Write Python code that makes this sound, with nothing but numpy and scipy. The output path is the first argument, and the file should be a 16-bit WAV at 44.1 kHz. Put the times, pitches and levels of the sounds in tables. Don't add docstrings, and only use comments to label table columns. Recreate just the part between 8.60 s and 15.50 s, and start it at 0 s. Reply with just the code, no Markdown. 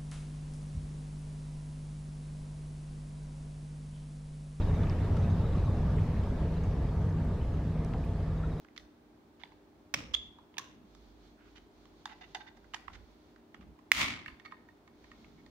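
import sys
import numpy as np
from scipy import signal
from scipy.fft import rfft, irfft, next_fast_len
from scipy.io import wavfile
from scipy.ndimage import uniform_filter1d, minimum_filter1d, map_coordinates

SR = 44100
rng = np.random.default_rng(int(sys.argv[2]) if len(sys.argv) > 2 else 0)


def wav_record(signal):
    frames = np.transpose(np.atleast_2d(signal))
    bounded = np.clip(frames, -1, 1)
    quanta = np.round(bounded * 32767).astype(np.int16)
    wavfile.write(sys.argv[1], SR, quanta)


N = 304290


def amp(db):
    return 10 ** (np.asarray(db) / 20)


def unit(x):
    return x / np.sqrt(np.mean(x ** 2) + 1e-20)


def along(points, hz):
    freqs, values = np.transpose(points)
    return np.interp(np.log(hz + 1), np.log(freqs + 1), values)


def eq(points):
    return lambda hz: amp(along(points, hz))


def wobble(rate, size=N):
    knots = rng.standard_normal(int(size * rate / SR) + 4)
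    return map_coordinates(knots, [np.arange(size) * rate / SR])


def add(track, s, sound):
    part = track[:, max(round(s * SR), 0):][:, :sound.shape[-1]]
    part += sound[..., :part.shape[-1]]


def coloured(x, gain):
    n = x.shape[-1]
    m = 2 * next_fast_len(n)
    hz = np.fft.rfftfreq(m, 1 / SR)
    cepstrum = irfft(np.log(np.maximum(gain(hz), 1e-6)), m)
    cepstrum[1:m // 2] *= 2
    cepstrum[m // 2 + 1:] = 0
    return irfft(rfft(x, m) * np.exp(rfft(cepstrum)), m)[..., :n]


def placed(pair, pan_db, lag=3):
    left, right = np.broadcast_to(pair, (2, pair.shape[-1]))
    late_left = np.pad(left, (lag, 0))[:len(left)]
    return np.array([late_left * amp(pan_db / 2), right * amp(-pan_db / 2)])


# f/Hz, left-right correlation
COHERENCE = [(60, .95), (130, .84), (300, .8), (640, .45), (1400, .05), (15000, 0)]
def diffuse(pair, spectrum=None):
    n = pair.shape[-1]
    m = next_fast_len(n + SR // 4)
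    hz = np.fft.rfftfreq(m, 1 / SR)
    spread = np.arccos(np.clip(along(COHERENCE, hz), -1, 1)) / 2
    gain = eq(spectrum)(hz) if spectrum else 1
    mid, side = irfft(rfft(pair, m) * gain * [np.cos(spread), np.sin(spread)], m)[:, :n]
    return np.array([mid + side, mid - side])


def rush(spectrum):
    return unit(diffuse(rng.standard_normal((2, N)), spectrum))


def drone(hz, drift_rad, flutter_db):
    phase = 2 * np.pi * hz * np.arange(N) / SR + drift_rad * wobble(15.0)
    return np.sqrt(2) * np.sin(phase) * amp(flutter_db * wobble(7.3))


# f/Hz, level/dB
FAN_TONES = [(156.1, -81.5), (236.9, -73.5), (301, -68.5), (339, -73.5), (398.4, -73.5), (608.3, -82)]
AIR_EQ = [(20, -34.5), (35, -25), (52, -10.5), (90, -6.5), (130, -13.5), (230, -5), (330, -9), (420, -9),
          (480, -15), (820, -14.5), (1150, -20), (4000, -35.5), (9000, -43), (13800, -45), (15000, -37.5)]
def fan():
    hum = sum(amp(db) * drone(hz, drift_rad=0.44, flutter_db=1.5) for hz, db in FAN_TONES)
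    return hum + amp(-63.0) * rush(AIR_EQ) * amp([[-.3], [.3]])


# t/s, length/s, deep thud/dB, soft knead/dB
GRIP_SHIFTS = [(0.132, 0.18, -65, -83.5), (1.394, 0.363, -56, -66), (2.085, 0.25, -75, -63),
               (4.228, 0.26, -55.5, -72.5), (4.923, 0.26, -59.5, -57.5), (5.66, 0.1, -60, -72),
               (6.448, 0.585, -70.5, -63)]
# t/s, length/s, skin rub/dB, tabletop boom/dB
SLIDES = [(0, 0.049, -79.5, -93), (2.195, 0.665, -73.5, -65.5), (2.796, 0.31, -76, -67.5),
          (3.064, 0.443, -74.5, -73), (3.447, 0.46, -74, -71), (3.825, 0.66, -80, -72),
          (4.227, 0.61, -76, -75), (6.28, 0.72, -72.5, -70)]
# f/Hz, level/dB
THUD_EQ = [(20, -12), (40, -1.5), (55, 13), (85, 4), (130, -20), (400, -59.5)]
KNEAD_EQ = [(50, -19), (140, 1.5), (240, 7.5), (330, -14.5), (520, -13.5), (1500, -55.5)]
SKIN_EQ = [(500, 7), (1000, -4), (1270, 2.5), (1650, -2), (2000, -2.5), (2250, 0.5), (2650, -5.5),
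           (3400, 2.5), (3900, 0.5), (4280, 2), (4800, -3), (6500, -6.5), (8500, -24), (15000, -23.5)]
def hands(rest_rub_db=-78, rest_boom_db=-78.5, tabletop_hz=51.6, swell_db=2.5, swells_per_s=14):
    press, slide = np.zeros((2, 2, N))
    for envelopes, moves, taper in ((press, GRIP_SHIFTS, .7), (slide, SLIDES, .6)):
        for s, length, *levels_db in moves:
            add(envelopes, s, amp(levels_db)[:, None] * signal.windows.tukey(int(length * SR), taper))
    (thud, knead), (rubbing, booming) = press, slide
    uneven = amp(swell_db * wobble(swells_per_s))
    skin = placed((amp(rest_rub_db) + rubbing * uneven) * rush(SKIN_EQ), pan_db=-2.5)
    boom = (amp(rest_boom_db) + booming) * drone(tabletop_hz, drift_rad=0.94, flutter_db=2)
    return placed(thud * rush(THUD_EQ) + boom, pan_db=-4.5) + knead * rush(KNEAD_EQ) + skin


# f/Hz, width/Hz, level/dB
CASE_MODES = [(765, 65, 2.5), (870, 60, -1), (1550, 70, -6), (1990, 110, -5), (2860, 80, -6),
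              (3610, 60, -2), (4400, 80, -10), (4880, 70, -7), (5690, 80, -10), (6440, 80, -11)]
COVER_MODES = [(1030, 40, -2), (1240, 35, -3), (1850, 65, 0), (2190, 50, 0), (2700, 70, -9), (3600, 50, -4),
               (4430, 40, 0)]
# end face, end seam, first catches, mouth of the side seam, hollow side seam,
# opening gap, loose cover. From t/s, pan/dB, modes/dB, chatter/s, ring Q
SPOTS = [(0, -7, -11, 0.002, 2.9), (0.5, -8.5, -9, 0.0021, 4.42), (1.25, -5, -13, 0.00204, 4.5),
         (3.35, -4.5, 8.5, 0.003, 3.2), (3.55, -7, 18, 0.0065, 1.8), (4.1, -8.5, -0.5, 0.0031, 2.9),
         (5.5, -6, 11, 0.0024, 2.43)]
def spot(s):
    modes = CASE_MODES if s < CATCHES[-1][0] else COVER_MODES
    index = sum(s >= start for start, *_ in SPOTS[1:])
    return modes, *SPOTS[index][1:]


def resonance(hz, centre, width):
    return hz * width / np.sqrt((centre ** 2 - hz ** 2) ** 2 + (hz * width) ** 2)


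def shell(hz, modes, modes_db):
    power = sum((amp(db) * resonance(hz, centre, width)) ** 2 for centre, width, db in modes)
    return np.sqrt(1 + amp(modes_db) ** 2 * power)


# f/Hz, level/dB
PLASTIC_EQ = [(100, -22), (550, -16), (800, -7), (1200, -1), (2200, 0), (3500, -2), (5000, -7), (6800, -11),
              (8200, -26), (13500, -41), (15300, -35)]
def plastic(hz, treble_db, modes, modes_db, shelf_hz=3900):
    shelf = amp(treble_db / (1 + (shelf_hz / (hz + 1)) ** 4))
    return eq(PLASTIC_EQ)(hz) * shelf * shell(hz, modes, modes_db)


def click(db, chatter_s, pan_db, response, rattle=0.36, width=0.9, rise_s=0.00012):
    t = np.arange(SR // 16) / SR
    common, *sides = rng.standard_normal((3, len(t)))
    envelope = (1 - np.exp(-t / rise_s)) * np.exp(-t / max(chatter_s, 1e-4))
    force = rattle * (common + width * np.array(sides)) * envelope
    force[:, 0] += 1
    sound = placed(coloured(force, response), pan_db)
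    return amp(db) * unit(sound) * np.sqrt(.01 / t[-1])


# t/s, then f/Hz, level/dB for each of the low, middle and high rings, then hard edge/dB
TICKS = [(0.047, 1270, -61, 1700, -65.5, 2730, -71, -77),
         (0.0847, 1230, -72.5, 2040, -65.5, 2780, -74, -85),
         (0.1768, 1230, -61, 1940, -49, 3750, -47.5, -56.5), (0.835, 950, -51, 2070, -47.5, 3320, -49, -82),
         (0.919, 960, -63, 2100, -67.0, 3450, -81, -83.0), (1.786, 1040, -55, 1480, -78.5, 3340, -72, -81),
         (1.941, 980, -65, 1974, -67, 3030, -65, -82.5),
         (1.969, 975.5, -55.5, 1950, -67.5, 2920, -51.5, -91),
         (1.993, 1050, -46, 1790, -54, 3340, -56, -50), (2.349, 1146, -67, 1800, -70, 3420, -68, -67.5),
         (3.2544, 1095, -66, 2000, -69, 3230, -68, -73),
         (3.4555, 1090, -42.5, 1610, -44.5, 3670, -45.0, -51),
         (3.711, 1154, -77, 1460, -87, 3380, -94, -92), (3.747, 820, -41, 1770, -41, 2920, -42, -49),
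         (3.969, 790, -65, 1680, -64.5, 3090, -74, -72.5), (4.042, 1150, -62, 1795, -68.0, 3630, -81, -78),
         (4.1363, 1230, -46, 1770, -48, 3025, -48, -64), (4.1433, 844, -44, 1880, -40.5, 3280, -42, -48.5),
         (4.2795, 1060, -42, 2075, -48.5, 2930, -59, -83),
         (4.7605, 1200, -70.5, 1640, -62, 3790, -76, -81.5),
         (4.9442, 1171, -55, 1773, -53, 3060, -61.5, -70.5),
         (5.009, 1195, -64.5, 1660, -73, 2820, -68.5, -82),
         (5.1888, 1076, -60, 2050, -72, 2800, -75.5, -79),
         (5.6603, 1300, -56, 1880, -43.5, 2790, -51, -82.5),
         (5.6805, 1260, -49.5, 1830, -47, 2700, -47, -76), (5.7978, 1200, -65, 1970, -56, 3150, -60.5, -73),
         (5.8585, 1225, -53, 2060, -48.5, 3670, -59.5, -83),
         (5.8635, 1260, -58, 2130, -53, 4320, -70, -78.5), (5.921, 1030, -45, 1730, -52, 2900, -65, -82),
         (6.087, 845, -63.5, 1880, -57.5, 3070, -75.5, -81), (6.2763, 1090, -64, 1970, -62, 3300, -70, -75),
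         (6.4417, 970, -63, 1935, -60.5, 3240, -68, -73.5),
         (6.5154, 1270, -56.5, 2190, -56, 2930, -66, -71), (6.644, 1178, -66, 2200, -64, 2630, -65, -89),
         (6.8625, 890, -70, 2050, -63, 3780, -65.5, -74)]
def ticks(focus, rise_s=0.00046, edge_hz=4800):
    out = np.zeros((2, N))
    for s, *rings, edge_db in TICKS:
        modes, pan_db, modes_db, chatter_s, ring_q = spot(s)
        for ring_hz, db in zip(rings[::2], rings[1::2]):
            width_hz = ring_hz / (ring_q * focus)
            ring = lambda hz: resonance(hz, ring_hz, width_hz) ** 2 * shell(hz, modes, modes_db)
            add(out, s, click(db, chatter_s, pan_db, ring, rattle=0.43, rise_s=rise_s))
        edge = lambda hz: plastic(hz, 0, modes, modes_db) / (1 + (edge_hz / (hz + 1)) ** 8)
        add(out, s, click(edge_db, chatter_s, pan_db, edge, rattle=0.46, rise_s=rise_s))
    return out


# t/s, length/s, level/dB, treble shelf/dB, main ring f/Hz
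SCRAPES = [(0.161, 0.011, -54, -1.5, 3040), (0.188, 0.0302, -69, 3, 3800), (0.791, 0.044, -63, -8, 3480),
           (1.534, 0.02296, -40, 7.5, 2780), (2.766, 0.15, -70, -22, 1470), (2.95, 0.042, -59, -3, 2960),
           (3.48, 0.067, -54.5, -9, 850), (3.608, 0.022, -52.5, -2.5, 774), (3.628, 0.027, -56, -7, 2670),
           (3.799, 0.026, -52, -8.5, 3760), (3.862, 0.033, -55, -4, 1800), (4.325, 0.043, -56.5, -2, 1920),
           (5.005, 0.036, -66.5, -8, 1240), (5.846, 0.021, -52.5, -10.5, 4410),
           (5.91, 0.01, -59.5, -11, 1602), (6.429, 0.12, -76, 2, 2200), (6.773, 0.037, -69.5, -20, 2170)]
def scrapes(slips_per_s=600, grit=0.18, ring_db=6.5, ring_width_hz=160, modes_lift_db=2.5):
    out = np.zeros((2, N))
    for s, length, db, treble_db, ring_hz in SCRAPES:
        modes, _, modes_db, *_ = spot(s)
        n = int(length * SR)
        slips = (rng.random(n) < slips_per_s / SR) * rng.standard_normal(n)
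        friction = slips + grit * rng.standard_normal((2, n))
        force = np.pad(friction * signal.windows.tukey(n, .5), ((0, 0), (0, n)))
        ring = lambda hz: np.hypot(1, amp(ring_db) * resonance(hz, ring_hz, ring_width_hz))
        sound = coloured(force, lambda hz: plastic(hz, treble_db, modes, modes_db + modes_lift_db) * ring(hz))
        add(out, s, amp(db) * unit(placed(sound, pan_db=-6.0)) / np.sqrt(2))
    return out


def ping(hz, peak_s):
    t = np.arange(SR // 100) / SR
    return np.sin(2 * np.pi * hz * t) * t / peak_s * np.exp(1 - t / peak_s)


# t/s, crack/dB, chatter/s, second slip delay/s, second slip gain/dB,
# pop f/Hz, pop/dB, knock/dB, thump/dB, pan/dB, crack's room send/dB
CATCHES = [(1.3399, -29.5, 0.003, 0.0027, -3, 1880, -20, -34.5, -51, -5.5, -7.5),
           (1.982, -36.5, 0.0024, 0.0011, 0.5, 1080, -41.5, -49, -64.5, -6.5, -8.5),
           (5.3173, -1.5, 0.0026, 0.003, -22, 2110, 17, -27, -39, -4.5, -11.5)]
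# f/Hz, level/dB
FIRST_EQ = [(290, -16), (520, -11), (680, -10), (880, -7.5), (1220, 0), (1500, -5), (1800, -2), (2350, 2),
            (3300, -3), (4500, -8), (5000, -6), (5500, 1), (6000, -7), (7500, -15), (12500, -31),
            (15200, -21)]
SECOND_EQ = [(290, -17), (880, -10), (1030, 6), (1200, -6), (1750, 1), (2200, -6), (2800, 1), (3100, -3),
             (3600, 1), (4500, -10), (5700, -7), (6150, -1), (6700, -8), (7600, -20), (12500, -25),
             (15200, -20)]
LAST_EQ = [(290, -30), (500, -22), (850, -14), (1030, -6.5), (1300, -5.5), (1600, -9), (1880, -3),
           (2080, 2), (2280, 1.5), (2400, -2.5), (2800, -3.5), (3300, -3.5), (4500, -8), (6500, -11.5),
           (8300, -17.5), (13500, -24.5), (15300, -17.5)]
THUMP_EQ = [(25, -38), (40, -13.5), (52, 9.5), (150, 4.5), (280, 10), (450, -0.5), (800, -28.5),
            (2000, -64)]
def snaps(spring_s=0.00044, knock_hz=510, knock_s=0.0013):
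    cracks, pops, body = np.zeros((3, 2, N))
    knock = ping(knock_hz, knock_s)
    thump = unit(coloured(signal.unit_impulse(SR // 10), eq(THUMP_EQ)))
    for catch, colour in zip(CATCHES, (FIRST_EQ, SECOND_EQ, LAST_EQ)):
        s, db, chatter_s, again_s, again_db, pop_hz, pop_db, knock_db, thump_db, pan_db, _ = catch
        pop = ping(pop_hz, spring_s)
        for slip_s, slip_db in ((s, 0), (s + again_s, again_db)):
            add(cracks, slip_s, click(db + slip_db, chatter_s, pan_db, eq(colour)))
            add(pops, slip_s, placed(amp(pop_db + slip_db) * pop, pan_db))
        add(body, s, amp(knock_db) * knock)
        add(body, s, amp(thump_db) * thump)
    return cracks, pops, body


def crack_send():
    out = np.zeros((2, N))
    for (s, db, *_, send_db), colour in zip(CATCHES, (FIRST_EQ, SECOND_EQ, LAST_EQ)):
        add(out, s, click(db + send_db, 0, 0, eq(colour), rattle=0)[0])
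    return out


# t/s, length/s, f/Hz, level/dB
SQUEAKS = [(1.541, 0.00475, 3327, -22), (1.545, .0064, 3420, -21)]
def squeaks(harmonics_db=(0, -22), jitter_rad=0.014):
    out = np.zeros((2, N))
    for s, length, hz, db in SQUEAKS:
        n = int(length * SR)
        phase = np.cumsum(2 * np.pi * hz / SR + jitter_rad * rng.standard_normal(n))
        tone = sum(amp(level) * np.sin(k * phase) for k, level in enumerate(harmonics_db, 1))
        envelope = np.sin(np.pi * np.arange(n) / n)
        add(out, s, placed(amp(db) * tone * envelope, pan_db=-11.0))
    return out


# f/Hz, 60 dB decay/s
ROOM_DECAY = [(60, 0.72), (250, 0.9), (600, 0.68), (1100, 0.55), (2200, 0.54), (3400, 0.49), (6000, 0.42),
              (14000, 0.3)]
def room(x, build_up_s=0.00067, clump_db=2):
    hz, t, noise = signal.stft(rng.standard_normal((2, SR)), SR, nperseg=256)
    decay = amp(-60 * t / along(ROOM_DECAY, hz)[:, None])
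    tail = signal.istft(noise * decay, SR, nperseg=256)[1]
    tail *= amp(clump_db * wobble(400, size=tail.shape[1]))
    attack = 1 - np.exp(-np.arange(tail.shape[1]) / SR / build_up_s)
    tail = diffuse(tail * attack)
    return signal.fftconvolve(x.mean(0)[None], tail / np.linalg.norm(tail[0]), axes=1)[:, :N]


def moving_room(x, block=16384):
    out = np.zeros((2, N))
    for start in range(0, N, block):
        add(out, start / SR, room(x[:, start:start + block]))
    return out


def scene(wall_delay_s=0.02, wall_db=-15.5):
    drag, squeak = scrapes(), squeaks()
    blade = ticks(focus=1) + drag
    cracks, pops, body = snaps()
    blurred_ticks = ticks(focus=.35)
    blade_send = amp(-9.5) * blurred_ticks + amp(-10.0) * drag + amp(-9.0) * squeak
    echo = moving_room(blade_send + crack_send() + body)
    add(echo, wall_delay_s, amp(wall_db) * (blade + squeak).mean(0))
    return blade + cracks + pops + squeak + echo + hands() + fan()


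def record(dry, ceiling_db=-.3, release_db_per_s=250, top_hz=15750):
    over_db = np.maximum(20 * np.log10(np.abs(dry).max(0) + 1e-9) - ceiling_db, 0)
    released_db = release_db_per_s * np.arange(N) / SR
    duck_db = np.maximum.accumulate(over_db + released_db) - released_db
    held_db = minimum_filter1d(-duck_db, size=89)
    gain = amp(uniform_filter1d(held_db, size=45))
    m = next_fast_len(N + SR // 4)
    high_cut = 1 / (1 + (np.fft.rfftfreq(m, 1 / SR) / top_hz) ** 120)
    return irfft(rfft(dry * gain, m) * high_cut, m)[:, :N]


dry = scene()
out = record(dry)
wav_record(out)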